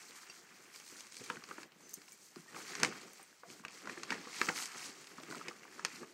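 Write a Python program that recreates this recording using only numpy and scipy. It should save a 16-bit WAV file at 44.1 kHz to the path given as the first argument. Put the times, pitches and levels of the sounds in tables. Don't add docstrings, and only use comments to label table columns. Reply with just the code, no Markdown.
import sys
import numpy as np
from scipy import signal
from scipy.fft import rfft, irfft, next_fast_len
from scipy.io import wavfile
from scipy.ndimage import uniform_filter1d, map_coordinates

SR = 44100
rng = np.random.default_rng(int(sys.argv[2]) if len(sys.argv) > 2 else 0)


def waveform_to_disk(signal):
    frames = np.transpose(np.atleast_2d(signal))
    scaled = np.clip(frames, -1, 1) * 32767
    samples = np.round(scaled).astype(np.int16)
    wavfile.write(sys.argv[1], SR, samples)


def rack_gain(trim_db):
    fader = np.asarray(trim_db, float)
    return 10 ** (fader / 20)


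N = 270333

# start in seconds, hold in seconds, wall scrape level in dB,
# stirred air in dB re the scrape.
SHOVES = [(0.007, 0.3, -57, -11.5), (0.437, 0.39, -60.5, -7.5), (0.934, 0.089, -56, -7.5),
          (1.215, 0.12, -55.5, -4.5), (1.303, 0.11, -57.5, 1), (1.48, 0.13, -56.5, -1.5),
          (1.846, 0.033, -63.5, 2), (1.984, 0.025, -63, -19), (2.377, 0.041, -61.5, -5),
          (2.546, 0.095, -51.5, -1), (2.69, 0.068, -49.5, -8), (2.834, 0.015, -40.5, -1),
          (2.992, 0.07, -55, -3), (3.203, 0.018, -60, -8), (3.514, 0.033, -59.5, -1.5),
          (3.695, 0.094, -55.5, -8.5), (3.858, 0.14, -52.5, -1.5), (4.121, 0.0104, -43.5, -1),
          (4.21, 0.23, -53, -16), (4.358, 0.074, -48, -13), (4.432, 0.046, -49.5, -2),
          (4.564, 0.083, -45.5, -13), (4.751, 0.098, -50, -9.5), (4.91, 0.4, -57, -5),
          (5.319, 0.054, -51.5, 0), (5.474, 0.017, -51.5, 0), (5.607, .15, -61, -1.5),
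          (5.75, 0.082, -57, 1.5), (5.902, 0.05, -51.5, -11), (6.013, 0.022, -57.5, 5.5)]
# start in seconds, hold in seconds, fizz level in dB,
# time to sink 10 dB in seconds (its size counts).
DRAGS = [(0, 0.13, -59, 0.14), (.165, .06, -56.5, .06), (0.297, .05, -58.5, .25), (.55, 0.089, -62.5, 0.2),
         (.745, .02, -57.5, 0.15), (0.868, .16, -56, 0.07), (1.138, 0.17, -54.5, .13),
         (1.45, .17, -59, 0.06), (1.81, 0.14, -67, .15), (1.947, .01, -61.5, .012),
         (2.1, 0.037, -66.5, -0.1), (2.239, .02, -63.5, -0.06), (2.36, 0.18, -64.5, 0.3),
         (2.57, .12, -52.5, .1), (2.7, 0.1, -50.5, .05), (2.84, .02, -45.5, 0.0842),
         (2.935, 0.093, -55.5, .1), (3.118, 0.13, -64, 0.3), (3.503, 0.028, -56.5, .11),
         (3.722, 0.064, -56.5, 0.3), (3.895, 0.11, -54, 0.13), (4.108, .02, -49, 0.1), (4.2, .12, -55, 0.2),
         (4.338, 0.15, -46, .08), (4.562, 0.096, -43, 0.02), (4.69, .05, -53, 0.1),
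         (4.898, 0.037, -55.5, 0.13), (4.77, 0.094, -48, .06), (4.98, 0.24, -59.5, 0.24),
         (5.306, 0.082, -55, .08), (5.477, 0.17, -62, .1), (5.723, 0.13, -58.5, .03),
         (5.887, .1, -52.5, .08), (6.08, .06, -64, .1)]
# time in seconds, treble lift in dB.
TISSUE_SHEEN = [(0, 7.5), (.4, 2.5), (.8, 7.5), (1.3, 3), (1.7, 3), (1.95, 14.5), (2.3, 12), (2.5, 7),
                (2.9, -5), (3.15, 7), (3.7, 1.5), (4.25, -5.5), (4.45, 2.5), (4.62, 5.5), (4.75, 0.5),
                (5.5, 4.5), (5.9, -1), (6.13, 2)]
# frequency in Hz, level in dB per Hz.
WALL_SPECTRUM = [(350, -32), (600, -20.5), (743, -4.5), (920, -6.5), (1170, 0.5), (1650, 0.5), (2230, 3),
                 (3500, -4.5), (4550, -26), (7700, -120)]
# frequency in Hz, level in dB per Hz.
TISSUE_SPECTRUM = [(1880, -53.5), (3200, 0.5), (3510, -4), (6370, -1.5), (8320, -5), (9960, -13.5),
                   (12800, -15.5), (14200, -22), (15400, -20), (15800, -12.5)]
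# frequency in Hz, level in dB per Hz.
AIR_SPECTRUM = [(18, -44), (30, -6), (75, -12), (183, -2.5), (271, -2), (382, 0), (598, -8), (700, -9),
                (910, -18.5), (1540, -120)]


def rustle():
    shove_rise_s, shove_fall_s, drag_rise_s = 0.05, 0.083, 0.036
    start, hold, db, air_db = np.transpose(SHOVES)[:, :, None]
    scrape_gain = strokes(start, hold, db, shove_rise_s, shove_fall_s, rest_db=-99)
    stir_gain = strokes(start, hold, db + air_db, shove_rise_s, shove_fall_s, rest_db=-70)
    start, hold, db, fall = np.transpose(DRAGS)[:, :, None]
    drag_gain = strokes(start, hold, db, drag_rise_s, fall, rest_db=-74)
    shared_db = 1.2 * wobble(40) - 2.5

    wall = creases(rate=1300, low_hz=600, high_hz=4000, cycles=9, spread_db=3, clump_db=2.8, smooth=.68)
    wall = unit(coloured(wall, WALL_SPECTRUM))
    fizz = creases(rate=2500, low_hz=3200, high_hz=15000, cycles=8, spread_db=3.1, clump_db=2.5, smooth=.56)
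    fizz = unit(coloured(fizz, TISSUE_SPECTRUM))
    sheen_s, sheen_db = np.transpose(TISSUE_SHEEN)
    sheen_db = np.interp(np.arange(N) / SR, sheen_s, sheen_db)
    dull = signal.filtfilt(*signal.butter(1, 6500, fs=SR), fizz)
    fizz = dull * rack_gain(-.4 * sheen_db) + (fizz - dull) * rack_gain(sheen_db)
    air = unit(coloured(rack_gain(2.6 * wobble(31)) * rng.standard_normal(N), AIR_SPECTRUM))
    return rack_gain(shared_db) * (scrape_gain * wall + drag_gain * fizz + stir_gain * air)


def strokes(start, hold, db, rise, fall, rest_db):
    t = np.arange(0, N + 64, 64) / SR
    early = np.maximum(start - t, 0) / rise
    late = np.maximum(t - start - np.abs(hold), 0) / np.abs(fall)
    power = np.sum(rack_gain(db - 10 * (early + late)) ** 2, axis=0) + rack_gain(rest_db) ** 2
    return np.interp(np.arange(N) / SR, t, np.sqrt(power))


def creases(rate, low_hz, high_hz, cycles, spread_db, clump_db, smooth):
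    chance = rate / SR * rack_gain(clump_db * wobble(70))
    s = np.flatnonzero(rng.random(N) < chance) / SR
    draw = rng.random((N // 8, 3, 1))[:len(s)]
    hz = low_hz * (high_hz / low_hz) ** draw[:, 0]
    size_db = spread_db * np.minimum(-np.log(1 - draw[:, 1]), 4)
    size = rack_gain(size_db) * np.sqrt(hz) * np.sign(draw[:, 2] - .5)
    t = np.arange(160) / SR
    clicks = place(s[:len(draw)], size * rack_gain(-60 * t * hz / cycles) * np.sin(2 * np.pi * hz * t))
    slide = patchy(rng.standard_normal(N), depth_db=1.5)
    return np.sqrt(1 - smooth) * unit(clicks) + np.sqrt(smooth) * unit(slide)


def patchy(x, depth_db):
    z = signal.stft(x, nperseg=256)[2]
    field = uniform_filter1d(rng.standard_normal(z.shape), size=5, axis=0)
    field = uniform_filter1d(field, size=6, axis=1)
    return signal.istft(z * rack_gain(depth_db * unit(field)), nperseg=256)[1][:N]


# time in seconds, wall ring in dB, crack in dB re the ring, wall pitch in Hz.
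BUCKLES = [(1.3, -28, -23, 1350), (1.369, -42.5, -13, 1500), (1.438, -44, -5, 2350),
           (1.511, -38, -17, 1230), (1.581, -41.5, -19, 1400), (1.631, -45.5, -1, 2190),
           (2.359, -48.5, -3, 1210), (2.545, -45, -20, 1480), (2.752, -41.5, 5, 1540),
           (2.832, -21.5, -6.5, 2230), (2.924, -39, -26, 1320), (3.434, -45.5, -32, 1130),
           (3.501, -46.5, -5, 2280), (3.65, -35, -12, 1610), (3.682, -42, -6, 2520), (3.856, -47, -3, 1410),
           (3.873, -35, -13, 1410), (3.896, -33.5, -14, 1740), (3.976, -40.5, -21, 1740),
           (4.033, -40.5, 2.5, 1420), (4.105, -29.5, -6.5, 2260), (4.272, -45, -18, 1130),
           (4.33, -41.5, -10, 2200), (4.366, -40, -13, 2360), (4.4149, -22.5, -9, 1710),
           (4.488, -23.5, -15, 2270), (5.483, -32, -7.5, 2420), (5.794, -38, -13, 1350),
           (5.849, -28, -4.5, 1820), (6.031, -46, -23, 1210), (1.72, -59, -2, 3020),
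           (2.017, -57.5, 7.5, 2800), (2.084, -61, 7, 1000), (2.188, -65, 4, 2300), (5.715, -60, -1, 2300)]
# time in seconds, wall ring in dB, wall pitch in Hz.
FOLDS = [(.747, -49.5, 2270), (1.307, -48, 1130), (1.49, -48, 1280), (1.72, -60, 2820), (1.805, -58.5, 830),
         (2.08, -50.5, 2310), (2.46, -57, 942), (2.564, -40.5, 1170), (2.603, -47, 1440),
         (2.733, -43, 1720), (2.8, -46, 1150), (2.847, -26, 2160), (2.86, -39, 1160), (2.843, -36, 1100),
         (2.838, -39, 810), (.017, -49, 2250), (2.994, -52, 2230), (3.195, -52, 790), (3.327, -56, 1550),
         (3.596, -50.5, 1500), (4.12, -30, 1640), (4.126, -30.5, 1840), (4.49, -27, 2140),
         (5.116, -50.5, 1430), (5.182, -44.5, 1280), (5.233, -50, 1540), (5.311, -42.5, 1460),
         (5.324, -38.5, 1490), (5.347, -42, 1360), (5.412, -41.5, 1240), (5.511, -44, 1290),
         (5.632, -47.5, 1980), (5.862, -44, 1740)]
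# time in seconds, wall ring in dB, wall pitch in Hz.
PANELS = [(1.301, -33, 2620), (1.357, -46, 2340), (1.423, -54, 1210), (1.438, -49, 1470),
          (1.511, -42, 1880), (1.579, -55, 2230), (1.581, -51, 950), (2.832, -25, 1480), (3.434, -54, 730),
          (3.637, -52, 1120), (3.65, -35, 2500), (3.65, -43.5, 1200), (3.683, -51, 1800),
          (3.974, -51.5, 1200), (4.032, -46, 2300), (4.104, -33.5, 1500), (4.106, -34, 3000),
          (4.122, -37, 950), (1.583, -47, 1700), (5.2, -51, 620), (5.33, -48, 650), (2.7, -54, 700),
          (2.58, -49.5, 750), (4.4142, -25, 2440), (4.415, -30.5, 1210), (4.486, -31, 1300),
          (4.494, -31.5, 1530), (4.5, -35.5, 876), (4.502, -51, 1690), (4.76, -49, 1250),
          (5.483, -44, 1520), (5.652, -49.5, 1160), (5.78, -54, 1500), (5.828, -56, 1260),
          (5.849, -28, 2700), (5.849, -40, 1390), (5.855, -37, 2300)]
# time in seconds, crack level in dB.
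TICKS = [(0.108, -40), (0.16, -46), (0.2997, -49), (0.742, -42.5), (0.76, -37), (0.7997, -42), (0.865, -46),
         (0.878, -40.5), (0.899, -45), (0.998, -46), (1.0063, -35), (1.068, -42.5), (1.1215, -39.5),
         (1.1432, -40.5), (1.1543, -45), (1.1675, -34.5), (1.178, -43), (1.1978, -46), (1.2393, -38),
         (1.261, -39.5), (1.295, -44), (1.3094, -45), (1.4885, -43), (1.615, -49), (2.111, -48),
         (2.601, -43), (2.7092, -48), (2.8, -34), (2.848, -27), (2.9851, -50), (3.014, -41),
         (3.1815, -46.5), (3.496, -48), (3.7077, -44), (4.4677, -36), (4.568, -33), (4.577, -32),
         (4.587, -30.5), (4.6242, -31), (4.6568, -31), (4.688, -44), (4.7178, -42), (4.795, -47),
         (4.8426, -38), (4.872, -44), (4.9102, -55), (4.9294, -56), (4.9761, -63), (4.9766, -49),
         (5.043, -43.5), (5.071, -40.5), (5.117, -53), (5.2, -43), (5.234, -39), (5.303, -41),
         (5.354, -36.5), (5.3815, -41), (5.5947, -45), (5.8536, -35), (5.9583, -40)]
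# frequency in Hz, level in dB per Hz.
BAG_CRACK_SPECTRUM = [(1760, 0), (2600, 5), (3400, 1.5), (4600, 7), (6360, 3.5), (8000, -2.5), (9400, -15),
                      (11300, -14.5), (15800, -38)]
# frequency in Hz, level in dB per Hz.
TISSUE_CRACK_SPECTRUM = [(1760, 0), (2600, 3.5), (3400, 7), (4600, 4.5), (6360, 5.5), (7300, -2.5),
                         (8050, 4.5), (9380, -5), (11300, -14), (15800, -34)]


def snaps():
    # (s, ring dB, crack dB re ring, wall Hz, crack t60 s)
    bag = [(*row, .0072) for row in BUCKLES]
    bag += [(s, db, -14, hz, .007) for s, db, hz in FOLDS]
    bag += [(s, db, -25, hz, .007) for s, db, hz in PANELS]
    passed_db = -6.5
    tissue = [(s, db - 8 + passed_db, -passed_db, 2270, .0052) for s, db in TICKS]
    s, db, crack_db, hz, t60 = np.transpose(bag + tissue)[:, :, None]
    t = np.arange(1400) / SR
    ring = thud(hz, hz, t, cycles=19.6, scatter=0.38, run=0.004002, side_db=-13.0, spread_db=4.5, count=8)
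    decay = rack_gain(-60 * t / t60) + rack_gain(-1 - 60 * t / (3 * t60))
    burst = decay * (1 - np.exp(-t / 0.00027)) * rng.standard_normal(ring.shape)
    burst /= np.abs(burst).max(axis=1, keepdims=True)
    burst = rack_gain(db + crack_db + 8.5) * burst
    n = len(bag)
    bag_crack = coloured(place(s[:n, 0], burst[:n]), BAG_CRACK_SPECTRUM)
    tissue_crack = coloured(place(s[n:, 0], burst[n:]), TISSUE_CRACK_SPECTRUM)
    return place(s[:, 0], rack_gain(db + 4) * ring) + bag_crack + tissue_crack


def thud(hz, body_hz, t, cycles, scatter, run, side_db, spread_db, count):
    draw = rng.uniform(-1, 1, (len(hz), 3, count))
    rows = np.sin(2 * np.pi * hz * t) * rack_gain(-60 * t * hz / cycles)
    for k in range(count):
        late = np.maximum(t - run * draw[:, 0, k, None] ** 2, 0)
        side_hz = hz * (body_hz / hz) ** 0.38 * np.exp(scatter * draw[:, 1, k, None])
        mode_db = side_db + spread_db * draw[:, 2, k, None] - 60 * late * hz / cycles
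        rows += rack_gain(mode_db) * np.sin(2 * np.pi * side_hz * late)
    rows *= 1 - np.exp(-t * hz / 0.85)
    return rows / np.abs(rows).max(axis=1, keepdims=True)


# time in seconds, peak level in dB.
SPIKES = [(1.3005, -36), (2.7518, -37), (2.7996, -36), (2.8325, -13.5), (2.8335, -14.5), (2.8482, -24),
          (3.6505, -45), (4.104, -33), (4.4148, -27), (4.4874, -32), (4.5867, -30), (4.7952, -40),
          (5.483, -42), (5.8497, -19.5), (1.6325, -43), (2.5273, -50), (4.3652, -40), (4.033, -42),
          (3.0142, -45), (5.311, -42), (5.856, -33)]
# frequency in Hz, level in dB per Hz.
SPIKE_SPECTRUM = [(900, -14.5), (2000, 0), (3400, -0.5), (4600, 0.5), (6200, 1.5), (8000, -8), (11000, -17),
                  (13500, -26), (15800, -44)]


def spikes():
    s, db = np.transpose(SPIKES)[:, :, None]
    t = np.arange(300) / SR
    burst = rack_gain(-60 * t / 0.0026) * rng.standard_normal((len(s), len(t)))
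    burst /= np.abs(burst).max(axis=1, keepdims=True)
    return coloured(place(s[:, 0], rack_gain(db + 3) * burst), SPIKE_SPECTRUM)


# time in seconds, peak level in dB, pitch in Hz.
PUFFS = [(0.094, -51.5, 275), (0.924, -50.5, 295), (1.208, -43, 266), (1.301, -36.5, 408),
         (1.361, -45, 306), (1.654, -48, 368), (3.655, -48, 390), (3.51, -51, 144), (4.8, -60, 141),
         (4.495, -35, 500), (1.509, -41, 374), (1.581, -41, 420), (1.974, -50, 282), (2.365, -41, 362),
         (2.629, -59, 323), (2.715, -42.5, 377), (2.828, -30, 264), (3.5, -49, 387), (3.601, -49.5, 230),
         (1.37, -51, 150), (1.205, -53, 120), (4.49, -41, 179), (2.39, -52.5, 170), (1.76, -58, 300),
         (5.3, -51, 150), (3.869, -41, 362), (3.973, -41.5, 383), (4.107, -38, 323), (4.18, -48, 358),
         (4.27, -42.5, 314), (4.412, -36, 350), (4.482, -32, 385), (4.619, -48, 279), (4.757, -47, 365),
         (4.89, -49, 294), (5.181, -45, 244), (5.233, -47, 300), (5.307, -40.5, 358), (5.487, -40.5, 460),
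         (5.931, -49.5, 244), (6.028, -40, 415)]


def puffs():
    s, db, hz = np.transpose(PUFFS)[:, :, None]
    t = np.arange(4000) / SR
    bounce = thud(hz, 296, t, cycles=9.2, scatter=0.643, run=0.0114, side_db=-12.5, spread_db=7.5, count=6)
    return place(s[:, 0], rack_gain(db) * bounce)


# time in seconds, peak level in dB, share of the thin tag from 0 to 1.
CLINKS = [(1.808, -61, 0), (1.826, -58, .02), (1.853, -62, .02), (1.894, -50, 0), (1.909, -53.5, 0.1),
          (1.9345, -45, 0), (1.94, -33.5, 0.3), (2.121, -45, 0), (2.129, -49, 0.9), (3.133, -49, 0.33),
          (3.229, -51, 0.8)]
# frequency in Hz, level in dB, t60 in seconds.
THICK_TAG = [(6260, 6, 0.026), (7020, 6.5, 0.018), (12400, -10, .035), (15200, -19, 0.036)]
# frequency in Hz, level in dB, t60 in seconds.
THIN_TAG = [(8650, 8, 0.045), (11670, -5, 0.062)]
# time in seconds, peak level in dB.
RING_STRIKES = [
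    (0.2987, -36),
]
# frequency in Hz, level in dB, t60 in seconds.
RING_MODES = [(2733, 3, 0.055), (4684, -3, 0.05), (5650, 0.5, 0.038)]


def collar():
    s, db, thin = np.transpose(CLINKS)[:, :, None]
    tags = (1 - thin) * metal(THICK_TAG, count=len(s)) + thin * metal(THIN_TAG, count=len(s))
    t = np.arange(tags.shape[1]) / SR
    tick = np.diff(rng.standard_normal(tags.shape), 2, prepend=0, append=0) * rack_gain(-3.5 - 60 * t / 0.013)
    clinks = place(s[:, 0], rack_gain(db - 8) * (tags + tick))
    s, db = np.transpose(RING_STRIKES)[:, :, None]
    return clinks + place(s[:, 0], rack_gain(db - 10) * metal(RING_MODES, count=len(s)))


def metal(modes, count):
    t = np.arange(6000) / SR
    strikes = np.zeros((count, len(t)))
    for hz, db, t60 in modes:
        strength_db = 2 * rng.standard_normal((count, 1))
        strikes += rack_gain(db + strength_db - 60 * t / t60) * np.sin(2 * np.pi * hz * t)
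    return strikes


# time in seconds, length in seconds, peak level in dB, pitch in Hz.
SQUEAKS = [
    (2.475, 0.033, -60, 1850),
    (1.8, .13, -65.5, 6200),
    (2.115, .04, -66, 2300),
    (3.44, 0.0376, -60.5, 690),
]


def squeaks():
    s, length, db, hz = np.transpose(SQUEAKS)[:, :, None]
    u = np.clip((np.arange(N) / SR - s) / length, 0, 1)
    waver = 1 + 0.0116 * wobble(150)
    phase = 2 * np.pi * np.cumsum(hz * waver, axis=1) / SR
    swell = np.sqrt(np.sin(np.pi * u).clip(0))
    return np.sum(rack_gain(db + 4.2 * wobble(90)) * swell * np.sin(phase), axis=0)


# frequency in Hz, t60 in seconds.
ROOM_DECAY = [(150, 0.34), (2000, 0.12), (6000, 0.088), (14000, 0.043)]


def room(x):
    hz, t, z = signal.stft(rng.standard_normal(SR // 2), SR, nperseg=256)
    decay = rack_gain(-60 * t / along(ROOM_DECAY, hz)[:, None])
    tail = signal.istft(z * decay, SR, nperseg=256)[1]
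    tail = np.pad(tail / np.linalg.norm(tail), (200, 0))
    tail[[270, 640]] += [.5, .4]
    return signal.fftconvolve(x, tail)[:N]


def unit(x):
    return x / np.sqrt(np.mean(x ** 2) + 1e-20)


def along(points, hz):
    f, v = np.transpose(points)
    return np.interp(np.log(hz + 1), np.log(f + 1), v)


def wobble(rate):
    return map_coordinates(rng.standard_normal(int(N * rate / SR) + 4), [np.arange(N) * rate / SR])


def coloured(x, spectrum):
    gain = rack_gain(along(spectrum, np.fft.rfftfreq(2048, 1 / SR)))
    cep = irfft(np.log(np.maximum(gain, 1e-4)))
    cep[1:1024] *= 2
    cep[1025:] = 0
    h = irfft(np.exp(rfft(cep)))
    return signal.fftconvolve(x, h / np.linalg.norm(h))[:N]


def place(s, rows):
    at = np.round(s * SR).astype(int)[:, None] + np.arange(rows.shape[1])
    return np.bincount(at.ravel(), rows.ravel(), N + rows.shape[1] + SR)[:N]


def scene():
    hits = snaps() + spikes() + puffs() + collar() + squeaks()
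    return (hits + rustle() + rack_gain(-13.5) * room(hits))[None]


# frequency in Hz, share lost from 0 to 1.
LOST_STEADY = [(7000, 0), (9000, .3), (10300, .55), (13000, .66), (15500, .74)]
# frequency in Hz, share lost from 0 to 1.
LOST_NEAR_CLICKS = [(3000, 0), (8500, .06), (9800, .6), (13500, .7), (15500, .85)]


def sparse_treble(x):
    steady = thinned(x, size=2048, lost=LOST_STEADY, wide=4, long=4, favour=.5)
    broken = thinned(x, size=256, lost=LOST_NEAR_CLICKS, wide=4, long=2, favour=.8)
    power = uniform_filter1d(np.diff(x, prepend=0) ** 2, size=128)[::128]
    before = np.roll(uniform_filter1d(power, size=8), 5)
    jumps = np.repeat(power > before * rack_gain(2 * 7.5), 128)[:N]
    near = uniform_filter1d(1. * jumps, size=1800) > 1e-4
    near = uniform_filter1d(1. * near, size=200)
    return near * broken + (1 - near) * steady


def thinned(x, size, lost, wide, long, favour):
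    hz, _, z = signal.stft(x, SR, nperseg=size)
    level = np.log(np.abs(z) + 1e-9)
    stands_out = level - uniform_filter1d(uniform_filter1d(level, 9, axis=0), 9, axis=1)
    field = uniform_filter1d(rng.standard_normal(z.shape), wide, axis=0)
    field = unit(uniform_filter1d(field, long, axis=1))
    share = along(lost, hz)[:, None]
    rank = 1 / (1 + np.exp(-1.7 * unit(field + favour * stands_out)))
    kept = z * (rank > share) / (1 - share) ** .35
    return signal.istft(kept, SR, nperseg=size)[1][:N]


def roll_off(x):
    return signal.sosfilt(signal.butter(12, 15700, fs=SR, output="sos"), x)


# frequency in Hz, gain in dB.
MIC_RESPONSE = [(20, -26), (60, -26.5), (110, -8.5), (170, -1), (420, -0.5), (620, -3.5), (900, -0.5),
                (2700, -1.5), (3400, -6), (4400, 1), (5200, -0.5), (6300, -0.5), (15700, 0), (15950, -33)]
# frequency in Hz, level in dB per Hz.
HISS_SPECTRUM = [(30, -26), (70, -21), (150, -9), (400, -12), (2000, -5), (9000, -28), (15700, -18),
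                 (15950, -37)]


def record(dry):
    m = next_fast_len(N + SR // 4)
    response = rack_gain(along(MIC_RESPONSE, np.fft.rfftfreq(m, 1 / SR)))
    heard = irfft(rfft(dry, m) * response, m)[:, :N]
    heard = heard + rack_gain(-68.5) * unit(coloured(rng.standard_normal(N), HISS_SPECTRUM))
    heard = heard / (1 + np.abs(heard / .25) ** 6) ** (1 / 6)
    mix = sparse_treble(heard[0])[None]
    return roll_off(mix)


dry = scene()
out = record(dry)
waveform_to_disk(out)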